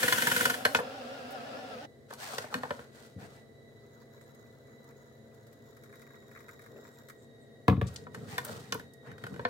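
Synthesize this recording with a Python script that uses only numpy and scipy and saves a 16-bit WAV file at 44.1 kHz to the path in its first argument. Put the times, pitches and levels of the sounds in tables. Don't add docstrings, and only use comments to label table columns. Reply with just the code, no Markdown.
import sys
import numpy as np
from scipy import signal
from scipy.fft import rfft, irfft, next_fast_len
from scipy.io import wavfile
from scipy.ndimage import map_coordinates

SR = 44100
rng = np.random.default_rng(int(sys.argv[2]) if len(sys.argv) > 2 else 0)


def materialize(psi):
    bounded = np.clip(np.atleast_2d(psi).T, -1, 1)
    quanta = np.round(bounded * 32767).astype(np.int16)
    wavfile.write(sys.argv[1], SR, quanta)


N = 418509

# pitch_hz, level_db (relative), t60_s (time to fade by 60 dB)
CUP_MODES = [(104, -9, 0.056), (137, -1.5, 0.061), (205, -12.5, 0.083), (252, 2, 0.07), (438, -3.5, 0.091),
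             (488.5, 2.5, 0.094), (533, 0, 0.071), (736, 3, 0.046), (954, 3, 0.066), (1036, 5.5, 0.042),
             (1317, 4.5, 0.032), (1440, 8.5, 0.037), (1506, 13, 0.042), (1700, 3.5, 0.048),
             (1778, 13.5, 0.038), (1867, 5.5, 0.043), (2124, 6.5, 0.039), (2455, 5, 0.038),
             (3008, 5, 0.045), (3385, 3.5, 0.039), (4244, 7, 0.019), (6700, -12.5, 0.049)]
# low_hz, high_hz
CUP_BANDS = [(65, 310), (380, 1200), (1250, 4500), (4500, 14000)]
# thud_db, body_db, clack_db, crack_db
SHAKE_COLOUR_DB = [-15, -9.5, 2, 6]
# start_s, level_db, pitch_hz, wall_level_db, wall_pitch_hz
SHAKES = [(0.029, -24.5, 1757, -19.5, 500), (0.079, -24.5, 1870, -28, 490), (0.122, -22, 1754, -27, 500),
          (0.179, -27.5, 1530, -33, 960), (0.22, -27, 1810, -22, 245), (0.268, -24.5, 1710, -24.5, 950),
          (0.313, -25, 1480, -27, 263), (0.362, -24, 1480, -29.5, 509), (0.407, -25, 1480, -23.5, 485),
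          (0.452, -21, 1484, -22.5, 495), (0.497, -25.5, 1460, -31.5, 990), (0.538, -33, 1720, -44, 497)]
SHAKE_DULL_DB, WALL_DULL_DB = 6.5, 9
WALL_LAG_S = 0.007
CRUMB_DB, CRUMB_STOP_S, CRUMB_T60_S = -34.5, 0.44, 0.61
# frequency_hz, level_db (relative)
CRUMB_SPECTRUM = [(88, -40), (150, -4), (264, 0.5), (328, -3.5), (494, -12), (979, -9.5), (1190, -10.5),
                  (1550, 1.5), (2400, -7), (3200, -2.5), (4200, -10.5), (10000, -8.5), (16000, -13)]


def shaking():
    rows = [(s, db, hz, SHAKE_DULL_DB) for s, db, hz, _, _ in SHAKES]
    rows += [(s + WALL_LAG_S, db, hz, WALL_DULL_DB) for s, _, _, db, hz in SHAKES]
    knocks = blows(rows, CUP_MODES, CUP_BANDS, SHAKE_COLOUR_DB, detune=0.013, spot_db=18.5, spot_t60=0.17,
                   crack_db=8.5, crack_t60=0.041, rattle_db=-1.5, rattle_t60=0.056, rise=0.005)
    grains = coloured(crackle(9000, spread_db=3, smooth=0.5), CRUMB_SPECTRUM)
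    crumbs = wavering(grains, depth=0.03, rate=22)
    settling = envelope(0, CRUMB_STOP_S, 1 / SR, CRUMB_T60_S)
    return amp(-7) * knocks + amp(CRUMB_DB) * settling * crumbs


# thud_db, body_db, clack_db, crack_db
TAP_COLOUR_DB = [-14.5, -4, 3.5, 5]
# start_s, level_db (relative), pitch_hz, dullness_db (loss per octave above the pitch)
TAPS = [(0.6505, -21.5, 1765, 9), (0.654, -24.5, 630, 4), (0.662, -30, 1840, 9), (0.7472, -21.5, 1495, 9.5),
        (0.748, -24.5, 2540, 25), (0.753, -27, 626, 10), (0.787, -29, 500, 23), (0.7875, -23, 980, 16.5),
        (0.796, -29, 1155, 19), (0.802, -26.5, 493, 20), (2.105, -44, 537, 5.5), (2.108, -41, 1240, 20),
        (2.126, -38.5, 1160, 24), (2.136, -55, 1230, -1), (2.335, -33.5, 760, 20), (2.381, -35.5, 1380, 7),
        (2.382, -31, 525, 5.5), (2.442, -33, 613, 15), (2.526, -36, 840, 25), (2.541, -29, 1410, 7.5),
        (2.549, -16.5, 245, 23), (2.572, -20, 242, 26), (2.633, -29.5, 785, 9.5), (2.635, -34, 1000, 20),
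        (2.653, -36, 900, 20), (2.7055, -29, 1340, 16), (2.707, -24.5, 573, 10.5), (2.792, -35, 485, 9.5),
        (8.067, -40, 1330, 27), (8.146, -42, 1350, 7.5), (8.38, -30.5, 1550, 6), (8.384, -37.5, 930, 11),
        (8.449, -41, 434, 4.5), (8.723, -31, 1390, 7.5), (8.747, -22.5, 447, 12), (8.796, -46.5, 1545, 6),
        (9.07, -54, 1660, 17), (9.115, -52.5, 1820, 8.5), (9.18, -54.5, 1700, 7), (9.238, -40, 1580, 9.5),
        (9.266, -42.5, 1500, 8), (9.321, -21, 180, 17), (9.34, -36.5, 348, 7.5), (9.361, -29, 228, 8.5),
        (9.393, -23.5, 446, 20), (9.3935, -34, 1620, 32), (9.4505, -22, 1810, 29), (9.452, -32, 470, 14)]
# start_s, length_s, level_db, pitch_hz
CRISP_BURSTS = [(0.6515, 0.0017, -40.5, 6450), (0.675, 0.13, -54.5, 9000), (0.7485, .002, -39, 6470),
                (1.305, 0.023, -59.5, 11050), (0.757, 0.02, -43, 4530), (2.381, 0.0036, -36.5, 4260),
                (7.868, 0.018, -54, 5350), (7.938, 0.0092, -61, 10000), (7.9595, 0.003, -40.5, 4560),
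                (8.037, 0.0027, -66, 5000), (8.143, 0.008, -56.5, 5770), (8.448, 0.0023, -35.5, 12100),
                (8.722, 0.0039, -33.5, 4400), (8.741, 0.0033, -43.5, 12000), (8.935, 0.0021, -56.5, 7750)]


def taps():
    knocks = blows(TAPS, CUP_MODES, CUP_BANDS, TAP_COLOUR_DB, detune=0.025, spot_db=13.5, spot_t60=0.17,
                   crack_db=18, crack_t60=0.014, rattle_db=4.5, rattle_t60=0.07, rise=0.0008)
    crisp = bursts(CRISP_BURSTS, grain_rate=1200, octaves=1.4, attack=0.0017, t60=0.029)
    return amp(-8.5) * knocks + crisp


# pitch_hz, level_db (relative), t60_s
COUNTER_MODES = [(85, -21, 0.37), (108.5, -7, 0.16), (129.7, 0.5, 0.12), (186.6, 3, 0.11), (234, -1, 0.11),
                 (284.4, -4.5, 0.17), (460, -4, 0.11)]
# start_s, level_db (relative), contact_s
THUMPS = [(3.161, -40, .003), (3.182, -48, 0.0034), (7.6832, -17.5, 0.0024), (7.715, -22.5, 0.0023),
          (7.7756, -24.5, 0.0033), (7.822, -21.5, .005), (7.867, -40, 0.005)]
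# pitch_hz, level_db (relative), t60_s
KETTLE_BASE_MODES = [(457, 1.5, 0.096), (540, -2, 0.086), (745, -2.5, 0.079), (990, 2, 0.037),
                     (1124, 5.5, 0.04), (1330, 6.5, 0.022), (1640, -5.5, 0.05), (1736, -0.5, .05),
                     (2135, -2.5, .045), (2505, 7, 0.026), (3460, -12, 0.018)]
# low_hz, high_hz
CLANK_BANDS = [(40, 340), (380, 1300), (1300, 3800), (4000, 16000)]
# thud_db, body_db, clack_db, crack_db
CLANK_COLOUR_DB = [-5, -1, 1.5, 4.5]
# start_s, level_db (relative), pitch_hz, dullness_db (loss per octave above the pitch)
CLANKS = [(7.6805, -18.5, 1030, 10.5), (7.684, -26, 455, 25), (7.696, -33.5, 1720, 19),
          (7.706, -27.5, 462, 21), (7.726, -32.5, 1120, 29), (7.766, -57, 2300, 13), (7.774, -32, 447, 29),
          (7.8125, -35.5, 1710, 13), (7.815, -31, 562, 9), (7.886, -57, 1100, 5)]


def kettle_down():
    boom, t = np.zeros((2, N)), np.arange(SR // 2) / SR
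    ring = sum(amp(db - 60 * t / t60) * np.sin(2 * np.pi * hz * t) for hz, db, t60 in COUNTER_MODES)
    for s, db, contact_s in THUMPS:
        push = np.sin(np.pi * np.minimum(t / contact_s, 1))
        thump = signal.fftconvolve(ring, push / push.sum())
        add(boom, s, amp(db) * thump[None] * amp([[0], [-4]]))
    clanks = blows(CLANKS, KETTLE_BASE_MODES, CLANK_BANDS, CLANK_COLOUR_DB, detune=0.01, spot_db=7,
                   spot_t60=0.13, crack_db=17, crack_t60=0.013, rattle_db=4, rattle_t60=0.1, rise=0.0008)
    return boom + amp([[-7.5], [-11]]) * clanks


# time_s, level_db (relative)
FLOW = [(3.5, -16), (3.8, -4.5), (4.2, 1), (4.7, 0), (5.1, 0), (5.55, -5), (5.95, -5), (6.55, -2),
        (6.75, -2.5), (7.0, -1), (7.25, -14)]
# frequency_hz, level_db (relative)
SPLAT_SPECTRUM = [(600, -63), (950, 23), (1150, -12), (1380, 5), (1800, 2), (2230, -6), (2380, -21),
                  (3000, -3), (3700, -6), (4600, -35), (7000, -31)]
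# frequency_hz, level_db (relative)
SPRAY_SPECTRUM = [(2350, -19.5), (3700, 7), (4600, -7), (5470, 2.5), (6110, -4), (6980, 4), (8500, -12),
                  (11600, -17), (12600, 5.5), (13800, -11), (16000, 1)]
# start_s, length_s, level_db, pitch_hz
SIZZLES = [(3.78, 0.066, -82, 4500), (3.99, 0.033, -76, 4700), (4.2, .05, -77, 7900),
           (6.91, .04, -73, 7900), (7.17, 0.074, -75, 7460), (7.4, 0.036, -77, 7960)]
PATTER_DB, SPRAY_DB = -74.5, -75.5
OPEN_PATTER_DB, OPEN_SPRAY_DB = 6, 8
TRICKLE_DB = -78.5
HOLLOW_DB, HOLLOW_HZ = -85, 6660
HOLLOW_RISE_S, HOLLOW_HZ_PER_S = 4.8, 280
HOLLOW_DB_PER_S = 2.5
HOLLOW_SLOSH_HZ = 50
FROTH_DB, FROTH_HZ = -90, 12200
BUBBLING_DB = -78
GURGLE_S, GURGLE_LENGTH_S, GURGLE_DB, GURGLE_T60_S = 6.68, 0.13, -53.5, 0.24


def pouring():
    t = np.arange(N) / SR
    open_water = covered(t)
    flow = amp(curves(FLOW)[0])
    surge = amp(2.4 * wobble(30) + 1.2 * wobble(7))
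    drops = crackle(650, spread_db=4, smooth=0.4)
    fizz = bubbles(3200, pitch_hz=1430, scatter=0.21, cycles=8, spread_db=3.5)
    splats = unit(0.7 * coloured(drops, SPLAT_SPECTRUM) + fizz)
    patter = amp(PATTER_DB + OPEN_PATTER_DB * open_water) * splats
    trickle = amp(TRICKLE_DB) * bubbles(1000, pitch_hz=1330, scatter=0.22, cycles=12, spread_db=2.5)
    spray = amp(SPRAY_DB + OPEN_SPRAY_DB * open_water) * coloured(drops, SPRAY_SPECTRUM)
    climb_hz = HOLLOW_HZ_PER_S * np.maximum(t - HOLLOW_RISE_S, 0)
    hollow_hz = HOLLOW_HZ + climb_hz + HOLLOW_SLOSH_HZ * wobble(12)
    hollow_db = HOLLOW_DB + HOLLOW_DB_PER_S * (t - HOLLOW_RISE_S) + 3.3 * wobble(16)
    hollow = amp(hollow_db) * gliding(drops, hollow_hz, width_hz=250)
    froth = amp(FROTH_DB) * open_water * gliding(drops, np.full(N, FROTH_HZ), width_hz=360)
    stream = flow * surge * (patter + trickle + spray + hollow + froth)
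    deep_bubbles = bubbles(2500, pitch_hz=430, scatter=0.24, cycles=5, spread_db=2.5)
    gurgle = amp(GURGLE_DB) * envelope(GURGLE_S, GURGLE_LENGTH_S, GURGLE_LENGTH_S / 2, GURGLE_T60_S)
    sizzle = bursts(SIZZLES, grain_rate=3300, octaves=0.34, attack=0.02, t60=0.11)
    return stream + (amp(BUBBLING_DB) * flow + gurgle) * deep_bubbles + sizzle


COVER_S, COVER_TAKES_S = 5.33, 0.35


def covered(s):
    return np.clip((s - COVER_S) / COVER_TAKES_S, 0, 1)


# start_s, slap_db, spray_db
SPLASHES = [(3.911, -81, -90), (4.177, -73, -86), (4.211, -69, -73), (4.307, -77, -85), (4.347, -78, -73),
            (4.671, -77, -83), (4.692, -72, -88), (4.8424, -77, -76), (4.908, -69.5, -80),
            (5.345, -82, -76), (5.468, -78, -71.5), (5.528, -74, -71.5), (5.768, -67, -71),
            (5.836, -67, -68.5), (5.858, -70, -81), (5.893, -69, -79), (5.926, -64.5, -76),
            (5.936, -64, -78), (5.956, -69, -70), (5.995, -68, -74), (6.017, -66, -69), (6.0226, -68, -77),
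            (6.066, -66, -81), (6.104, -65, -85), (6.142, -66, -83), (6.225, -70, -85), (6.28, -72, -78),
            (6.313, -65, -74), (6.35, -63, -84), (6.3589, -59, -77), (6.373, -60, -74), (6.404, -63, -71),
            (6.442, -70, -84), (6.4832, -60, -71), (6.49, -57, -68), (6.502, -69, -83), (6.533, -69, -73),
            (6.593, -62, -72), (6.618, -70, -70), (6.64, -69, -74), (6.661, -62.5, -71), (6.778, -74, -86),
            (6.85, -64, -80), (6.876, -67, -77), (6.998, -82, -77), (7.086, -64, -62.5),
            (7.0984, -57.5, -63)]
PLIP_HZ, PLIP_DB, PLIP_CYCLES, PLIP_SPREAD_S = 1553, -23, 6.4, 0.011


def splashes(t60):
    out, t = np.zeros((2, N)), np.arange(SR // 10) / SR
    for s, slap_db, spray_db in SPLASHES:
        spatters = 0.3 + (rng.random(len(t)) < 1200 / SR)
        burst = noise(len(t)) * spatters * amp(-60 * t / t60)
        age = np.maximum(t - rng.uniform(0, PLIP_SPREAD_S, (3, 1)), 0)
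        plip_hz = PLIP_HZ * np.exp(0.22 * rng.standard_normal((3, 1)))
        turns = plip_hz * age * (1 + 4 * age)
        rings = np.sin(2 * np.pi * turns) * np.exp(-turns / PLIP_CYCLES)
        plips = amp(PLIP_DB) * noise(size=3) @ rings
        slap = band(burst + plips, (1050, 2300), slap_db, order=6)
        add(out, s, slap + band(burst, (3100, 15500), spray_db))
    return out


# start_s, length_s, rub_db, foil_hiss_db (counted from rub_db)
SLIDES = [(2.081, 0.019, -48, -8), (2.174, .2, -41, -8.5), (2.387, 0.036, -47, -20),
          (2.501, 0.031, -38, -15), (2.6, 0.22, -51.5, -13), (2.916, 0.14, -56.5, -7),
          (3.174, 0.06, -48, -14), (3.288, 0.082, -62, -7.5), (7.828, 0.15, -54, -11.5),
          (8.11, 0.26, -55, -12), (8.268, 0.077, -47, -8.5), (8.426, 0.1, -43.5, -10.5),
          (8.54, 0.27, -57.5, -11), (9.018, 0.065, -49, -22.5), (9.174, 0.41, -56, -12)]
# start_s, length_s, level_db (relative)
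PRESSES = [(2.483, 0.097, -52), (3.177, 0.043, -44), (7.94, 0.21, -48.5), (8.13, 0.25, -43.5),
           (8.461, 0.1, -42.5), (8.679, 0.081, -42.5), (9.043, 0.039, -44), (9.204, 0.2, -45.5)]
# frequency_hz, level_db (relative)
FOIL_SPECTRUM = [(1760, -13.5), (3000, -7), (4540, -5.5), (5070, -8.5), (8760, -10), (10300, -16.5),
                 (15100, -17), (16000, -22)]
# frequency_hz, level_db (relative)
RUB_SPECTRUM = [(350, -44), (600, 11), (753, 4.5), (1270, -2), (1430, 6), (2690, -13.5), (3210, -24),
                (3830, -23), (4500, -13), (5850, -57), (9900, -120)]
# frequency_hz, level_db (relative)
FLEX_SPECTRUM = [(29, -73), (50, -25), (102, 3), (229, -2), (372, -14), (452, 0.5), (634, -36), (690, -15),
                 (900, -51), (1170, -28), (1980, -120)]
STROKE_ATTACK_S, STROKE_T60_S = 0.05, 0.42
RUB_GAIN_DB, FLEX_GAIN_DB = -7, -3


def lid():
    def stroke(s, length):
        return envelope(s, length, STROKE_ATTACK_S, STROKE_T60_S)

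    rub, hiss = sum(amp([[db], [db + hiss_db]]) * stroke(s, length) for s, length, db, hiss_db in SLIDES)
    flex = sum(amp(db) * stroke(s, length) for s, length, db in PRESSES)
    slips = crackle(4000, spread_db=3.5, smooth=0.6) * amp(1.2 * wobble(70))
    foil = hiss * coloured(slips, FOIL_SPECTRUM)
    grains = coloured(crackle(2500, spread_db=3.5, smooth=0.6), RUB_SPECTRUM)
    rubbing = rub * wavering(grains, depth=0.07, rate=14)
    grip = amp(2 * wobble(60))
    flexing = flex * grip * coloured(noise(), FLEX_SPECTRUM)
    return foil + amp(RUB_GAIN_DB) * rubbing + amp(FLEX_GAIN_DB) * flexing


# pitch_hz, width_hz, level_db (relative)
KETTLE_BODY = [(120, 8.3, -43), (256.5, 16.7, 4), (451, 25, -2), (544.5, 30, 5), (637, 8.1, -0.5),
               (734, 21, 3.5), (1380, 28, -4.5), (1646, 32, -8.5), (2780, 150, -16.5), (3400, 180, -20.5),
               (5200, 380, -24)]
# frequency_hz, level_db (relative)
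STEAM_SPECTRUM = [(410, -29), (700, 0), (934, -26.5), (1360, -11.5), (2270, -20), (2590, -16.5),
                  (4730, -21), (6230, -26.5), (14800, -40), (16000, -32)]
# time_s, level_db (relative)
SEETHE = [(0, -45.5), (.9, -44.5), (1.5, -45.5), (1.853, -46), (1.89, -98), (2, -120)]


def seething():
    def body(f):
        total = 0
        for k, (centre, width, db) in enumerate(KETTLE_BODY):
            damping = 1j * f * width
            total = total + (-1) ** k * amp(db) * damping / (centre * centre - f * f + damping)
        return total

    pops = crackle(5000, spread_db=7, smooth=0.61)
    ringing = wavering(unit(filtered(pops, body)), depth=0.022, rate=16) * amp(wobble(11))
    steam = amp(-7.5) * coloured(noise(), STEAM_SPECTRUM)
    return amp(curves(SEETHE)[0]) * (ringing + steam)


# pitch_hz, level_db (relative)
HUM = [(111, -69), (136.5, -63), (227, -67), (337.5, -71), (409.8, -67), (674.7, -69.5), (787, -80.5),
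       (6756, -89.5)]
# time_s, pitch_hz
WHINE = [(0, 1975), (3.1, 1965), (3.7, 1972), (4.7, 1976), (5.6, 1955), (5.9, 1922), (7, 1917), (7.6, 1908),
         (9.49, 1902)]
# time_s, level_db (relative)
WHINE_LEVEL = [(0, -4), (2.1, -3), (3.1, 0), (3.7, 0.5), (4.8, 0.5), (5.4, -3), (6, 2.5), (7.4, 1.5),
               (9.49, 5)]
# frequency_hz, level_db (relative)
AIR_SPECTRUM = [(20, -19), (55, 9.5), (80, -2), (115, 7.5), (170, -4.5), (240, 7), (320, -6.5), (460, 7),
                (580, -2), (820, -17.5), (1400, -21.5), (2000, -17.5), (2500, -34.5), (3800, -24.5),
                (5000, -29.5), (16000, -37)]


def appliance():
    t = np.arange(N) / SR
    run = t + 0.0001 * wobble(4.3)
    hum = sum(amp(db) * np.sin(2 * np.pi * hz * run + rng.uniform(0, 2 * np.pi, (2, 1))) for hz, db in HUM)
    whine_hz = curves(WHINE, None)[0] + 3 * wobble(9.6)
    turn = 2 * np.pi * np.cumsum(whine_hz + 9 * wobble(150)) / SR + rng.uniform(0, 2 * np.pi, (2, 1))
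    tone = amp(-72) * np.sin(turn) + amp(-83.5) * np.sin(2 * turn)
    flutter = amp(-77.5) * gliding(noise(), whine_hz, width_hz=60)
    flutter += amp(-78.5) * gliding(noise(), 1.995 * whine_hz, width_hz=66)
    swell = amp(curves(WHINE_LEVEL, None)[0] + 1.1 * wobble(12))
    rush = amp(-57) * coloured(noise(), AIR_SPECTRUM)
    return amp(1.5) * hum + swell * (tone + flutter) + rush


# frequency_hz, t60_s
ROOM = [(100, 0.47), (500, 0.23), (2000, 0.2), (12000, 0.24)]


def kitchen(x):
    hz, t, z = signal.stft(noise(SR // 2), SR, nperseg=256)
    fade = amp(-60 * t / along(ROOM, hz)[:, None])
    tail = signal.istft(z * fade, SR, nperseg=256)[1]
    tail = np.pad(tail, ((0, 0), (SR // 150, 0)))
    return signal.fftconvolve(x, tail / np.linalg.norm(tail[0]), axes=1)[:, :N]


SPOT_DAMPING_HZ = 330
CHATTER_DB, CHATTER_PER_S = 5, 350


def blows(rows, modes, bands, colour_db, detune, spot_db, spot_t60,
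          crack_db, crack_t60, rattle_db, rattle_t60, rise):
    out, t = np.zeros((2, N)), np.arange(SR // 4) / SR
    crack = amp(crack_db - 60 * t / crack_t60)
    rattle = amp(rattle_db - 60 * t / rattle_t60)
    centres = np.sqrt(np.prod(bands, axis=1))
    for s, level_db, pitch_hz, dull_db in rows:
        spot = (pitch_hz, spot_db, spot_t60 / (1 + pitch_hz / SPOT_DAMPING_HZ))
        hz, level, t60 = np.transpose([*modes, spot])[..., None]
        hz[:-1] *= 1 + detune * rng.standard_normal((len(modes), 1))
        rings = amp(level - 60 * t / t60) * np.sin(2 * np.pi * hz * t)
        strengths = amp(rng.normal(0, 3, len(hz))) * rng.choice([-1, 1], len(hz))
        ring = signal.hilbert(strengths @ rings, 2 * len(t))[:len(t)]
        knots = rng.standard_normal(len(t) // 20)
        chatter = amp(CHATTER_DB * map_coordinates(knots, [t * CHATTER_PER_S], order=1))
        hit = np.array([ring.real, ring.imag]) + (crack + rattle * chatter) * noise(len(t))
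        hit *= 1 - np.exp(-t / rise)
        octaves_above = np.maximum(np.log2(centres / pitch_hz), 0)
        levels = level_db + np.array(colour_db) - dull_db * octaves_above
        add(out, s, sum(band(hit, edges, db) for edges, db in zip(bands, levels)))
    return out


def bursts(rows, grain_rate, octaves, attack, t60):
    out, t = np.zeros((2, N)), np.arange(SR // 4) / SR
    for s, length, db, hz in rows:
        grains = noise(len(t)) * (0.3 + (rng.random(len(t)) < grain_rate / SR))
        edges = np.minimum(hz * 2 ** (octaves * np.array([-0.5, 0.5])), SR / 2 - 1)
        sos = signal.butter(2, edges, 'bandpass', fs=SR, output='sos')
        cloud = unit(signal.sosfilt(sos, grains))
        fade = amp(db - 60 * np.maximum(t - length, 0) / t60)
        add(out, s, cloud * np.minimum(t / attack, 1) * fade)
    return out


def bubbles(count, pitch_hz, scatter, cycles, spread_db):
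    t = np.arange(SR // 40) / SR
    start = rng.integers(0, N, (count, 1))
    pitch, size, side = rng.standard_normal((count, 3)).T[..., None]
    turns = pitch_hz * np.exp(scatter * pitch) * t
    loudness = amp(spread_db * np.clip(size, -2, 2))
    ring = np.sin(2 * np.pi * turns * (1 + 3 * t)) * np.exp(-turns / cycles) * loudness
    where = (start + np.arange(len(t))).ravel()
    return unit(np.array([np.bincount(where, (ring * g).ravel(), N)[:N] for g in (1, side)]))


def crackle(rate, spread_db, smooth):
    sizes = amp(spread_db * np.clip(rng.standard_normal(N), -2, 2))
    sizes = sizes * (rng.random(N) < rate / SR)
    return unit(unit(sizes * noise()) + smooth * noise())


def noise(size=N):
    return rng.standard_normal((2, size))


def wavering(x, depth, rate):
    at = np.arange(N) + depth * SR / rate * wobble(rate)
    return np.array([map_coordinates(c, [at], order=2) for c in x])


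def gliding(x, hz, width_hz):
    carrier = np.exp(2j * np.pi * np.cumsum(hz) / SR)
    sos = signal.butter(2, width_hz / 2, fs=SR, output='sos')
    return unit(np.real(signal.sosfilt(sos, x / carrier) * carrier))


def coloured(x, spectrum):
    m = 2 * next_fast_len(N // 2 + 8192)
    cepstrum = irfft(np.log(amp(along(spectrum, np.fft.rfftfreq(m, 1 / SR)))))
    cepstrum[1:m // 2] *= 2
    cepstrum[m // 2 + 1:] = 0
    return unit(irfft(rfft(x, m) * np.exp(rfft(cepstrum)))[..., :N])


def filtered(x, response):
    m = next_fast_len(N + SR // 2)
    return irfft(rfft(x, m) * response(np.fft.rfftfreq(m, 1 / SR)), m)[..., :N]


def band(x, edges, db, order=4):
    y = signal.sosfilt(signal.butter(order, edges, 'bandpass', fs=SR, output='sos'), x)
    return amp(db) * y / np.sqrt(np.mean(y[:, :SR * 3 // 100] ** 2, axis=1, keepdims=True))


def envelope(start, length, attack, t60):
    t = np.arange(N) / SR - start
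    return np.clip(t / attack, 0, 1) * amp(-60 * np.maximum(t - length, 0) / t60)


def wobble(rate):
    return map_coordinates(rng.standard_normal(int(N * rate / SR) + 4), [np.arange(N) * rate / SR])


def curves(rows, outside=-120):
    s, *cols = np.transpose(rows)
    return [np.interp(np.arange(N) / SR, s, c, outside, outside) for c in cols]


def along(points, hz):
    f, v = np.transpose(points)
    return np.interp(np.log(hz + 1), np.log(f + 1), v)


def add(track, s, sound):
    start = max(round(s * SR), 0)
    track[:, start:start + sound.shape[1]] += sound[:, :N - start]


def unit(x):
    return x / np.sqrt(np.mean(x ** 2, axis=-1, keepdims=True) + 1e-20)


def amp(db):
    return 10 ** (np.asarray(db) / 20)


# frequency_hz, side_gain_db
WIDTH = [(60, -26), (150, -9.5), (350, -11.5), (700, -3), (1400, 2), (3000, 0), (6000, -1.5), (9500, -1.5),
         (13000, -11.5)]


def scene():
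    near = shaking() + taps() + kettle_down() + splashes(t60=0.053)
    room = amp(-11.5) * kitchen(near)
    mid, side = near + room + pouring() + lid() + seething() + appliance()
    side = filtered(side, lambda hz: amp(along(WIDTH, hz)))
    return np.array([mid + side, mid - side]) * amp([[0.4], [-0.4]])


LOW_HZ, TOP_HZ = 74.6, 15950


def record(dry):
    thin = signal.sosfilt(signal.butter(7, LOW_HZ, 'highpass', fs=SR, output='sos'), dry)
    return filtered(thin, lambda hz: hz < TOP_HZ)


dry = scene()
out = record(dry)
materialize(out)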